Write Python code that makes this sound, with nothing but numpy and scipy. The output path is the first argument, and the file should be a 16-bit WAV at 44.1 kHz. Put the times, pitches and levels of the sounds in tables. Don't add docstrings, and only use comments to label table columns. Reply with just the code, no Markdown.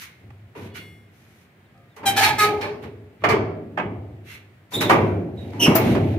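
import sys
import numpy as np
from scipy import signal
from scipy.fft import rfft, irfft, next_fast_len
from scipy.io import wavfile
from scipy.ndimage import uniform_filter1d

SR = 44100
rng = np.random.default_rng(int(sys.argv[2]) if len(sys.argv) > 2 else 0)


def put_to_file(sound):
    columns = np.atleast_2d(sound).T
    safe = np.clip(columns, -1, 1)
    whole_steps = np.round(safe * 32767)
    wavfile.write(sys.argv[1], SR, whole_steps.astype(np.int16))


def volts_from_decibels(level):
    exponent = np.asarray(level, float) / 20
    return 10 ** exponent


N = 272823
RIGHT_LAG_SAMPLES = 4

# f/Hz, correlation
LIKENESS = [(60, 0.93), (130, 0.98), (290, 0.92), (640, 0.67), (1410, 0.077), (3100, 0.034), (6820, 0.034),
            (15000, 0.01)]
# f/Hz, t60/s
PANEL_T60 = [(80, 3.4), (300, 1.11), (560, 1.08), (850, 0.5), (1500, 0.74), (2200, 0.57), (3900, 0.59),
             (10000, 0.21)]


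def evened(x):
    return x / np.sqrt(np.mean(x ** 2) + 1e-20)


def read(points, hz):
    f, value = np.transpose(points)
    return np.interp(np.log(hz + 1), np.log(f + 1), value)


def colour(x, points):
    length = x.shape[-1]
    size = next_fast_len(length)
    gain = volts_from_decibels(read(points, np.fft.rfftfreq(size, 1 / SR)))
    return irfft(rfft(x, size) * gain, size)[..., :length]


def pair(size):
    whole = next_fast_len(size)
    a, b = rfft(rng.standard_normal((2, whole)))
    same = np.clip(read(LIKENESS, np.fft.rfftfreq(whole, 1 / SR)), -1, 1)
    return irfft([a, same * a + np.sqrt(1 - same ** 2) * b], whole)[:, :size]


def add(mix, start_s, sound):
    part = mix[..., round(start_s * SR):][..., :sound.shape[-1]]
    part += sound[..., :part.shape[-1]]


def wander(size, span):
    once = uniform_filter1d(rng.standard_normal(size), span)
    return evened(uniform_filter1d(once, span))


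def swell(t, start_s, rise_s, hold_s, db, fall_db_s):
    up = np.sin(np.pi / 2 * np.clip((t - start_s) / max(rise_s, .002), 0, 1)) ** 4
    falling_s = np.maximum(t - start_s - rise_s - hold_s, 0)
    return up * volts_from_decibels(2 * (db - fall_db_s * falling_s))


def squeal(start_s, hold_s, force_db, rate_hz, rough, tops, tilt_db_oct, fall_db_s):
    bite, bite_s = 0.0381, .012
    rise_s, dulling_db_s = 0.016, 50.5
    t = np.arange(0, min(hold_s + 48 / fall_db_s, .36), 1 / SR)
    rough = np.clip(rough, 0, 1)
    hz = rate_hz * (1 + bite * np.exp(-t / bite_s))
    waver = .055 * wander(16384, 45) + .03 * wander(16384, 300)
    turns = np.cumsum(hz * (1 + rough * waver[:len(t)])) / SR

    order = np.arange(1, int(15600 / hz.max()) + 1)[:, None]
    level_db = read(tops, order * rate_hz) - read(tops, rate_hz)
    level = volts_from_decibels(level_db + (tilt_db_oct - dulling_db_s * t) * np.log2(order))
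    phase = 0.29 * rng.random((64, 1))[:len(order)]
    slips = (level * np.cos(2 * np.pi * (order * turns + phase))).sum(0)
    slips = slips / np.sqrt((level ** 2).sum(0) / 2)

    chatter = volts_from_decibels(3 * rough * wander(16384, 70)[:len(t)])
    force = np.sqrt(swell(t, 0, rise_s, hold_s, force_db, fall_db_s))
    return start_s, force * slips * chatter


def slipping():
    # start t/s, hold t/s, force level/dB, slip rate f/Hz, roughness 0-1
    squeal_rows = [
        (2.161, 0.053, -19.5, 789, 0.99),
        (2.224, 0.057, -20, 834.3, 1.02),
        (2.158, 0.029, -19, 435, 0.5),
        (2.2, 0.099, -27.5, 424.3, .45),
    ]
    opener = (2.053, 0.022, -11, 780, 0.2)
    closer = (2.378, .045, -16.5, 419, .27)
    moan_rows = [(2.03, 0.008, -31, 880, 0.6), (2.33, 0.043, -30.5, 880, 0.55),
                 (2.098, 0.012, -24, 779.5, 0.35), (5.588, 0.024, -34, 932, 0.5),
                 (2.43, 0.015, -18, 403, 0.7), (2.48, 0.042, -20, 410, 0.6), (2.56, 0.019, -29, 420, 0.8),
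                 (2.6, 0.0361, -47, 490, 0.56), (5.369, 0.015, -43, 3805, 0.22),
                 (4.77, 0.03, -26.5, 3720, .75), (4.815, 0.02, -27, 3690, 0.8),
                 (4.86, 0.01, -34, 3660, 0.7), (2.392, 0.04, -25.5, 1252, 0.25)]
    shriek_rows = [
        (4.728, 0.018, -20, 3700, 0.5),
        (5.592, 0.012, -18, 2960, 0.6),
        (5.612, 0.013, -12.5, 2780, .7),
        (5.635, 0.01, -18, 2720, 0.75),
        (5.615, .022, -19, 3130, .65),
    ]
    # f/Hz, level/dB
    squeal_tops = [(210, -46), (350, -7), (749, 2.5), (1280, 1.5), (1660, -7.5), (2580, -10.5), (3070, -7),
                   (4090, -10.5), (4950, -14), (7360, -19.5), (9940, -23), (12600, -21.5), (15500, -37)]
    opener_tops = [(780, 0), (1560, -9), (2340, -13), (3120, -12), (3900, -13), (4700, -21), (7400, -24),
                   (12600, -25), (15500, -40)]
    closer_tops = [(420, -10), (840, -8), (1260, -3), (1680, -14), (2100, -13), (2950, -22), (3800, -19),
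                   (4700, -23), (10000, -28), (12600, -27), (15500, -43)]
    shriek_tops = [(2700, 0.5), (3800, 0), (5600, -4.5), (7400, -14.5), (8400, -17), (11200, -11),
                   (13500, -20), (14900, -15), (15600, -27)]
    # rows, envelope, tilt dB/octave, fall dB/s
    voices = [(squeal_rows, squeal_tops, 4, 340), ([opener], opener_tops, 4, 340),
              ([closer], closer_tops, 4, 340), (moan_rows, squeal_tops, -11, 227.5),
              (shriek_rows, shriek_tops, 0, 382)]
    out = np.zeros(N)
    for rows, tops, tilt_db_oct, fall_db_s in voices:
        for row in rows:
            add(out, *squeal(*row, tops, tilt_db_oct, fall_db_s))
    return out


def rubbing():
    # start t/s, rise t/s, hold t/s, force level/dB, body minus hiss level/dB
    strokes = [(-.02, 0.045, 0.011, -41.5, 9), (0.54, .035, 0.092, -57.5, 15.5),
               (0.732, 0.039, 0.0032, -45.5, 13.5), (1.089, 0.08, .27, -65.5, 9),
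               (1.958, 0.0091, .003, -53.5, 7.5), (2.05, 0.027, 0.005, -34.5, 16.5),
               (2.157, .02, .02, -28, 7.5), (2.195, 0.042, 0.012, -23, 10.5),
               (2.379, 0.033, 0.036, -30, 10.5), (2.605, 0.013, .02, -52.5, 24),
               (2.811, .025, 0.0057, -58.5, 19), (3.177, 0.091, 0.018, -64.5, 21.5),
               (4.227, 0.096, 0.026, -50, 13), (4.7, 0.049, .005, -38.5, 8),
               (4.801, 0.013, 0.002, -26.5, 9.5), (4.889, .012, .003, -31, -12.5),
               (5.3, 0.13, 0.42, -64.5, 18.5), (5.592, 0.038, 0.045, -33, 7), (5.67, .02, .06, -47, 8),
               (5.748, 0.0049, 0.0033, -26.5, -9), (5.794, 0.026, 0.11, -45, 18.5),
               (5.878, 0.037, 0.23, -59, 21.5), (6.172, 0.022, .03, -52, 18)]
    # f/Hz, level/dB per Hz
    hiss_colour = [(2500, -47.5), (4200, -4), (6000, 2.5), (8000, -7.5), (11500, -2), (14500, -8),
                   (15400, -9), (16000, -59.5)]
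    body_colour = [(300, -48.5), (800, -12), (1300, 2), (2100, 6), (2800, 3), (4000, -2), (6000, -33.5)]
    hiss_fall_db_s, body_fall_db_s = 331, 194
    creep_db, creep_fall_db_s = -21, 67.5
    grit = pair(N) * volts_from_decibels(1.3 * wander(N, 40))
    hiss = evened(colour(grit, hiss_colour))
    body = evened(colour(grit, body_colour))
    t = np.arange(0, N + 16, 16) / SR
    hiss_power, body_power = 0, 0
    for s, rise_s, hold_s, db, body_db in strokes:
        creep = swell(t, s, rise_s, hold_s, db + creep_db, creep_fall_db_s)
        hiss_power = hiss_power + swell(t, s, rise_s, hold_s, db, hiss_fall_db_s) + creep
        body_power = body_power + swell(t, s, rise_s, hold_s, db + body_db, body_fall_db_s) + volts_from_decibels(25.5) * creep
    every = np.arange(N) / SR
    hissing = np.interp(every, t, np.sqrt(hiss_power)) * hiss
    humming = np.interp(every, t, np.sqrt(body_power)) * body
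    return volts_from_decibels(-3.5) * (hissing + volts_from_decibels(-5.5) * humming)


def knocks():
    # t/s, strength level/dB, bass level/dB, treble level/dB, share into long ring level/dB
    knock_rows = [
        (0.553, -40.5, 2.5, -24, 2),
        (1.965, -39.5, -17.5, -19, 2),
        (2.611, -28, -9, -8, 1.5),
        (3.305, -17, -2.5, -16, -3),
        (3.289, -18, -1.5, -8.5, -5.5),
        (4.897, -6.5, -3, -21, -5.5),
        (5.66, -17.5, -7, -29, 2.5),
        (5.95, -22, -23, -20, -14),
    ]
    tap_rows = [(0.755, -47.5, -15.5, -4, -13.5), (2.032, -33.5, -5.5, -21, 4.5), (2.836, -36, 7, -18, -10),
                (3.239, -11, -26, -22.5, -6.5), (3.775, -19, -25, -29, -6), (4.719, -42.5, -5, -3, 14),
                (4.811, -20.5, -1.5, -19, -3), (5.535, -47, -8, -11, 12.5), (5.754, -13, -5.5, -10.5, -4),
                (6.181, -44, -7, -20, -0.5)]
    tick_rows = [(.305, -32, -12, -16, -20), (1.777, -68.5, -20.5, 17, -29), (5.505, -50, -4, 9, -18),
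                 (4.812, -17, -15, -24, -20), (4.826, -11, -15, -24, -20), (4.834, -17, -15, -26, -20),
                 (4.843, -16, -15, -24, -19), (3.222, -34, -20, -30, -20), (3.252, -14.5, -20, -25, -20),
                 (3.303, -11.5, -10, -13, -20), (3.325, -14, -12, -20, -23), (3.367, -20.5, -5, -25, -20),
                 (4.909, -8, -15, -25, -20), (5.534, -29, -9, -15, -20), (.758, -36, -20, -8, -20),
                 (.552, -36, -20, -25, -20), (3.788, -20, -20, -28, -20), (3.8, -17, -12, -28, -20),
                 (2.055, -26, -20, -10, -20)]
    contacts = [(knock_rows, 58.8), (tap_rows, 48), (tick_rows, 6.7)]
    bass_colour = [(50, -53.5), (130, 13.0), (450, 18.5), (900, -35.5), (2000, -102)]
    middle_colour = [(150, -60.0), (300, -22), (600, 4.5), (1150, 5.0), (1600, -1), (2300, -3),
                     (3200, -10.0), (4500, -33.5), (7000, -40.5), (12000, -72.0)]
    treble_colour = [(1500, -44.5), (4500, 7.5), (9000, -10.5), (13000, -9.0), (15300, -22.5), (16000, -70)]
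    near, far = np.zeros((2, N)), np.zeros(N)
    t = np.arange(8192) / SR
    slow = 1 - np.exp(-t / 0.016)
    fade = np.cos(np.pi / 2 * (t / t[-1]) ** 3)
    for rows, length_ms in contacts:
        shape = np.exp(-1000 * t / length_ms) * (1 - np.exp(-t / 0.0016)) * fade
        for s, db, bass_db, treble_db, ring_db in rows:
            grit = pair(len(t))
            bass = volts_from_decibels(bass_db) * evened(colour(grit, bass_colour)) * slow
            middle = evened(colour(grit, middle_colour)) * shape ** 0.49
            treble = volts_from_decibels(treble_db) * evened(colour(grit, treble_colour)) * shape ** 1.4
            blow = volts_from_decibels(db - 3.5) * shape * (bass + middle + treble)
            add(near, s - .002, blow)
            add(far, s, volts_from_decibels(ring_db) * blow[0])
    return near, far


def jangle():
    # t/s, level/dB, decay t/ms
    burst_row = (5.752, -14, 16)
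    # f/Hz, level/dB per Hz
    link_colour = [(9500, -26), (11700, -4), (12600, -2), (13500, -13), (14700, 1), (15300, -2),
                   (15700, -34)]
    s, db, decay_ms = burst_row
    out, t = np.zeros((2, N)), np.arange(8192) / SR
    burst = evened(colour(pair(len(t)), link_colour))
    add(out, s, volts_from_decibels(db) * burst * (1 - np.exp(-t / 0.002)) * np.exp(-1000 * t / decay_ms))
    return out


def thuds():
    # t/s, level/dB, f/Hz, decay t/ms
    thud_rows = [(5.682, 2.5, 262, 6.3), (5.687, -9.5, 142, 10), (5.6934, -4, 201, 8.3),
                 (.79, -36.5, 171, 14), (5.754, -11.5, 650, 25), (5.825, -14.5, 231.6, 25.5),
                 (5.87, -14.5, 255.7, 22), (5.905, -15, 225.5, 30), (6.02, -13.5, 135.4, 30),
                 (.624, -30, 220, 8), (.657, -31, 190, 12), (3.857, -20, 180, 10)]
    out, t = np.zeros(N), np.arange(5000) / SR
    for s, db, hz, decay_ms in thud_rows:
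        add(out, s, volts_from_decibels(db) * np.sin(2 * np.pi * hz * t) * np.exp(-1000 * t / decay_ms))
    return out


def resonate(stereo, start_s, end_s, modes, lift_db_oct=0):
    start, end = round(start_s * SR), round(end_s * SR)
    size = next_fast_len(end - start + SR // 4)
    f = np.fft.rfftfreq(size, 1 / SR)
    gain = 0
    for hz, width_hz, db in modes:
        lift_db = lift_db_oct * np.log2(hz / modes[0][0])
        gain = gain + volts_from_decibels(db + lift_db) / (1 + 2j * (f - hz) / max(width_hz, 5))
    out = np.zeros((2, N))
    add(out, start_s, irfft(rfft(stereo[:, start:end], size) * gain, size))
    return out


def drum_shell(rubs, squeals):
    # f/Hz, width f/Hz, level/dB
    shell_modes = [(686, 88, -5), (790, 90, -4), (1250, 28, 3), (1697, 110, 1.5), (2120, 25, 0),
                   (2325, 80, 2.5), (2525, 22, -3), (3085, 85, -9), (3400, 40, -8.5), (3810, 70, -3),
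                   (4220, 60, 3.5), (4580, 31, 0), (4765, 33, -2.5), (5510, 55, -6)]
    return resonate(volts_from_decibels(8.5) * rubs + volts_from_decibels(5) * squeals, 2.15, 2.75, shell_modes)


def parts(touch):
    # f/Hz, width f/Hz, level/dB
    frame = [(422, 220, -1.5), (716, 36, -1), (1178, 52, -5), (1660, 16, -11), (1830, 50, -9.5),
             (2090, 39, -7.5), (2330, 36, -4.5), (2933, 54, -15), (3290, 34, -14), (3500, 23, -19),
             (4090, 48, -22), (4370, 44, -19)]
    bracket = [(1500, 96, 0), (1950, 29, -5), (2320, 140, -11), (2760, 24, -6), (2900, 42, -3),
               (4120, 26, -10), (4360, 64, -12), (4740, 28, -10)]
    rail = [(2075, 41, -1.5), (2300, 72, -6), (2600, 35, -3), (2720, 27, 1), (2940, 20, -7), (3360, 29, -6),
            (4100, 37, -12)]
    seat = [(635, 32, -2), (766, 26, -1.5), (1016, 17, -3), (1186, 42, 1), (1640, 27, -10), (1850, 39, -10),
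            (2100, 21, -10), (2350, 15, -11), (3180, 24, -21), (3980, 39, -25)]
    links = [(11700, 25, -8), (12100, 34, -9), (12740, 45, -7), (13500, 61, -10), (13900, 27, -12),
             (14300, 24, -10), (14600, 45, 0)]
    hatch = [(603, 30, -2), (738, 45, -2), (996, 25, -2), (1250, 30, -2), (1620, 65, -3), (1750, 25, -3.5),
             (2200, 60, -8), (2540, 44, -9), (3200, 65, -20), (3520, 20, -26)]
    bodies = [(3.2, 3.5, frame, 3), (.74, .83, bracket, 4), (4.2, 4.45, rail, 6.5),
              (4.885, 5.1, seat, 2), (5.745, 5.85, links, 6), (3.76, 3.95, hatch, 2.5)]
    return sum(volts_from_decibels(db) * resonate(touch, start_s, end_s, modes, lift_db_oct=5.5)
               for start_s, end_s, modes, db in bodies)


def lean(stereo, share):
    # f/Hz, level/dB
    side_points = [(60, 0), (110, 0), (200, -0.5), (380, 1), (700, 0), (1290, -3.5), (2380, -4.5),
                   (4400, 0.5), (8120, 7), (15000, 9)]
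    hz, db = np.transpose(side_points)
    return np.array([colour(x, np.c_[hz, side * share * db / 2]) for x, side in zip(stereo, (1, -1))])


def housing(t60, length_s):
    hz, t, z = signal.stft(pair(round(length_s * SR)), SR, nperseg=256)
    z = z * volts_from_decibels(-60 * t / np.maximum(read(t60, hz), .02)[:, None])
    tail = signal.istft(z, SR, nperseg=256)[1]
    return tail / np.sqrt((tail ** 2).sum() / 2)


def panel_modes():
    place, size, turn = rng.random((140, 3)).T
    hz, t = 170 * 28 ** place, np.arange(SR // 2) / SR
    t60_s = read(PANEL_T60, hz)
    swings = np.exp(np.outer(2j * np.pi * hz - np.log(1000) / (.85 * t60_s), t))
    apart = np.arccos(np.clip(read(LIKENESS, hz), -1, 1)) * np.sign(turn - .5)
    phases = np.exp(1j * np.outer([-.5, .5], apart))
    tail = (volts_from_decibels(13 * size) * np.sqrt(hz / t60_s) * phases @ swings).imag
    return np.pad(tail / np.sqrt((tail ** 2).sum() / 2), [(0, 0), (0, 2 * SR)])


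def heard(x, response):
    return signal.fftconvolve(x[None], response, axes=1)[:, :N]


def long_ring(feed):
    panels = housing(PANEL_T60, length_s=1.3)
    panels = panels + volts_from_decibels(-9) * panel_modes()[:, :panels.shape[1]]
    return colour(heard(feed, panels), [(100, 2.0), (900, 1.5), (1550, -5.5), (2300, 1), (3000, -5.5),
                                        (4000, -6.5), (12000, -1.5)])


def rocking():
    # start t/s, rise t/s, hold t/s, level/dB, fall dB/s
    boom_rows = [(0.226, 0.026, 0.21, -43.5, 290), (0.547, 0.1, 0.026, -40.5, 92),
                 (.75, 0.056, 0.29, -50, 190), (1.148, 0.1, .6, -62, 103), (1.99, 0.12, 0.21, -36.5, 88),
                 (2.52, 0.064, .03, -37.5, 146), (2.767, 0.084, .19, -42.5, 150),
                 (3.18, 0.1, 0.21, -31.5, 151), (3.58, .06, .15, -44, 152), (3.83, 0.054, 0.1, -34, 36),
                 (4.722, 0.15, .11, -34, 144), (4.948, 0.048, 0.19, -24, 303), (5.298, 0.029, .08, -34, 49),
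                 (5.494, 0.02, 0.066, -41, 108), (5.781, 0.044, 0.22, -25, 144),
                 (6.01, 0.041, .19, -24, 52)]
    # start t/s, rise t/s, hold t/s, level/dB
    jolt_rows = [(-.3, .11, 6.6, -55), (0.19, 0.024, 0.048, -48), (0.547, 0.033, 0.018, -36.5),
                 (1.964, 0.14, 0.46, -28.5), (2.386, 0.057, 0.01, -33.5), (3.206, 0.078, 0.032, -18.5),
                 (3.754, 0.051, .01, -23), (4.716, 0.086, 0.055, -19.5), (4.875, 0.074, 0.041, -14.5),
                 (5.284, 0.18, 0.21, -31.5), (5.558, 0.12, 0.076, -13.5), (5.81, 0.058, 0.12, -13)]
    # f/Hz, level/dB per Hz
    rumble_colour = [(24, -48.5), (45, -24), (80, -15), (108, 3.5), (151, -3), (264, -0.5), (362, -1),
                     (401, -2), (451, -10), (685, -10.5), (900, -19), (1170, -38.5), (1980, -120)]
    boom_hz, boom_width_hz, panel_fall_db_s = 101.2, 46.4, 49.5
    t, slow = np.arange(N) / SR, np.arange(0, N + 64, 64) / SR
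    turns = boom_hz * t + 0.13 * wander(N, round(SR / boom_width_hz))
    boom = np.sqrt(2) * np.cos(2 * np.pi * turns)
    rumble = evened(colour(pair(N), rumble_colour))
    swing = np.sqrt(sum(swell(slow, *row) for row in boom_rows))
    shake = np.sqrt(sum(swell(slow, *row, panel_fall_db_s) for row in jolt_rows))
    return np.interp(t, slow, swing) * boom + volts_from_decibels(-5.5) * np.interp(t, slow, shake) * rumble


def chimes():
    # (f/Hz, level/dB, t60/s)
    loose_parts = [
        (-37.5, 4.5, [(1980, -22, 0.36), (2130, -1, .8), (2915, -7, 0.53), (3380, -7, 0.63), (4366, -9, 0.43), (5469, -24, 0.92), (6024, -27, 0.65), (7241, -24, 0.81), (7806, -29, 0.6), (8400, -23, 0.84), (9329, -24, 0.67), (10440, -19, 0.79), (12310, -20, 0.6), (13860, -16, .7)]),
        (-50.5, 1, [(540, -1.5, 0.57), (696, -2, 0.7), (775, 5.5, 0.23), (1210, -5, 0.63), (1276, -4.5, 0.52)]),
        (-63.5, 5, [(1640, -2.5, 2.8), (2040, -21, 5.0), (3150, -5, 0.98)]),
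        (-52, 0.53, [(4400, -0.5, 0.47)]),
        (-18, 5.8, [(12180, -21, 0.3), (13870, -25.5, .2), (14560, -12, 0.36), (14800, -13.5, .15)]),
        (-70, .3, [(9135, -6, 0.1025), (12180, 1, 0.11), (14560, -16, .3)]),
        (-47, .5, [(2170, -6, .3), (2915, 0, .3), (3380, 0, .3), (4366, -7, 0.28)]),
    ]
    strike_times = [.768, 1.74, 1.55, 3.33, 5.756, 4.9, .712]
    out, t = np.zeros(N), np.arange(round(.36 * SR)) / SR
    held = (1 - np.exp(-t / 0.035)) * np.clip((t[-1] - t) / 0.068, 0, 1)
    for s, (part_db, longest_s, modes) in zip(strike_times, loose_parts):
        tone = sum(volts_from_decibels(db - 60 * t / min(t60_s, longest_s)) * np.sin(2 * np.pi * hz * t)
                   for hz, db, t60_s in modes)
        add(out, s, volts_from_decibels(part_db) * tone * held)
    return out


def bird():
    # t/s, level/dB, from f/Hz, to f/Hz, length t/s
    chirp_rows = [
        (1.642, -67, 4400, 3220, 0.043),
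        (1.883, -65, 4120, 3200, 0.083),
    ]
    out = np.zeros(N)
    for s, db, from_hz, to_hz, length_s in chirp_rows:
        hz = np.linspace(from_hz, to_hz, round(length_s * SR))
        add(out, s, volts_from_decibels(db) * np.sin(2 * np.pi * np.cumsum(hz) / SR) * np.hanning(len(hz)))
    return out


def workshop():
    # f/Hz, level/dB per Hz
    hum_colour = [(18, -79), (30, -34.5), (86, 7), (183, 2.5), (238, 1), (294, -21), (318, -8.5),
                  (795, -11), (907, -13.5), (1180, -13), (1790, -11), (1990, -10), (5680, -31.5),
                  (11800, -33.5), (15800, -30)]
    return volts_from_decibels(-54.5) * evened(colour(pair(N), hum_colour)) * volts_from_decibels(0.3 * wander(N, 1500))


def scene():
    near, far = knocks()
    slips = slipping()
    rubs = rubbing()
    scatter = heard(slips, housing([(100, 0.084), (10000, 0.071)], length_s=.12))
    squeals = volts_from_decibels(-6.5) * np.array([slips, np.roll(slips, -2)]) + volts_from_decibels(-11.5) * scatter
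    touch = near + jangle() + rubs
    direct = lean(touch + parts(touch) + squeals + drum_shell(rubs, squeals), share=1.23)
    ring = long_ring(far + volts_from_decibels(-13.5) * slips + volts_from_decibels(-8.5) * rubs[0])
    small = chimes() + bird()
    aside = np.array([small, 0.72 * np.roll(small, 1 - RIGHT_LAG_SAMPLES)])
    return direct + ring + thuds() + aside + rocking() + workshop()


def roll_off(x):
    return signal.sosfilt(signal.butter(12, 15830, fs=SR, output="sos"), x)


def record(dry):
    late = [dry[0], np.roll(dry[1], RIGHT_LAG_SAMPLES)]
    thinned = signal.sosfilt(signal.butter(2, 55, "high", fs=SR, output="sos"), late)
    overloaded = np.tanh(thinned * 1.157) / 1.146
    edge = signal.ellip(10, .5, 50, 15650, fs=SR, output="sos")
    return roll_off(signal.sosfilt(edge, overloaded))


dry = scene()
out = record(dry)
put_to_file(out)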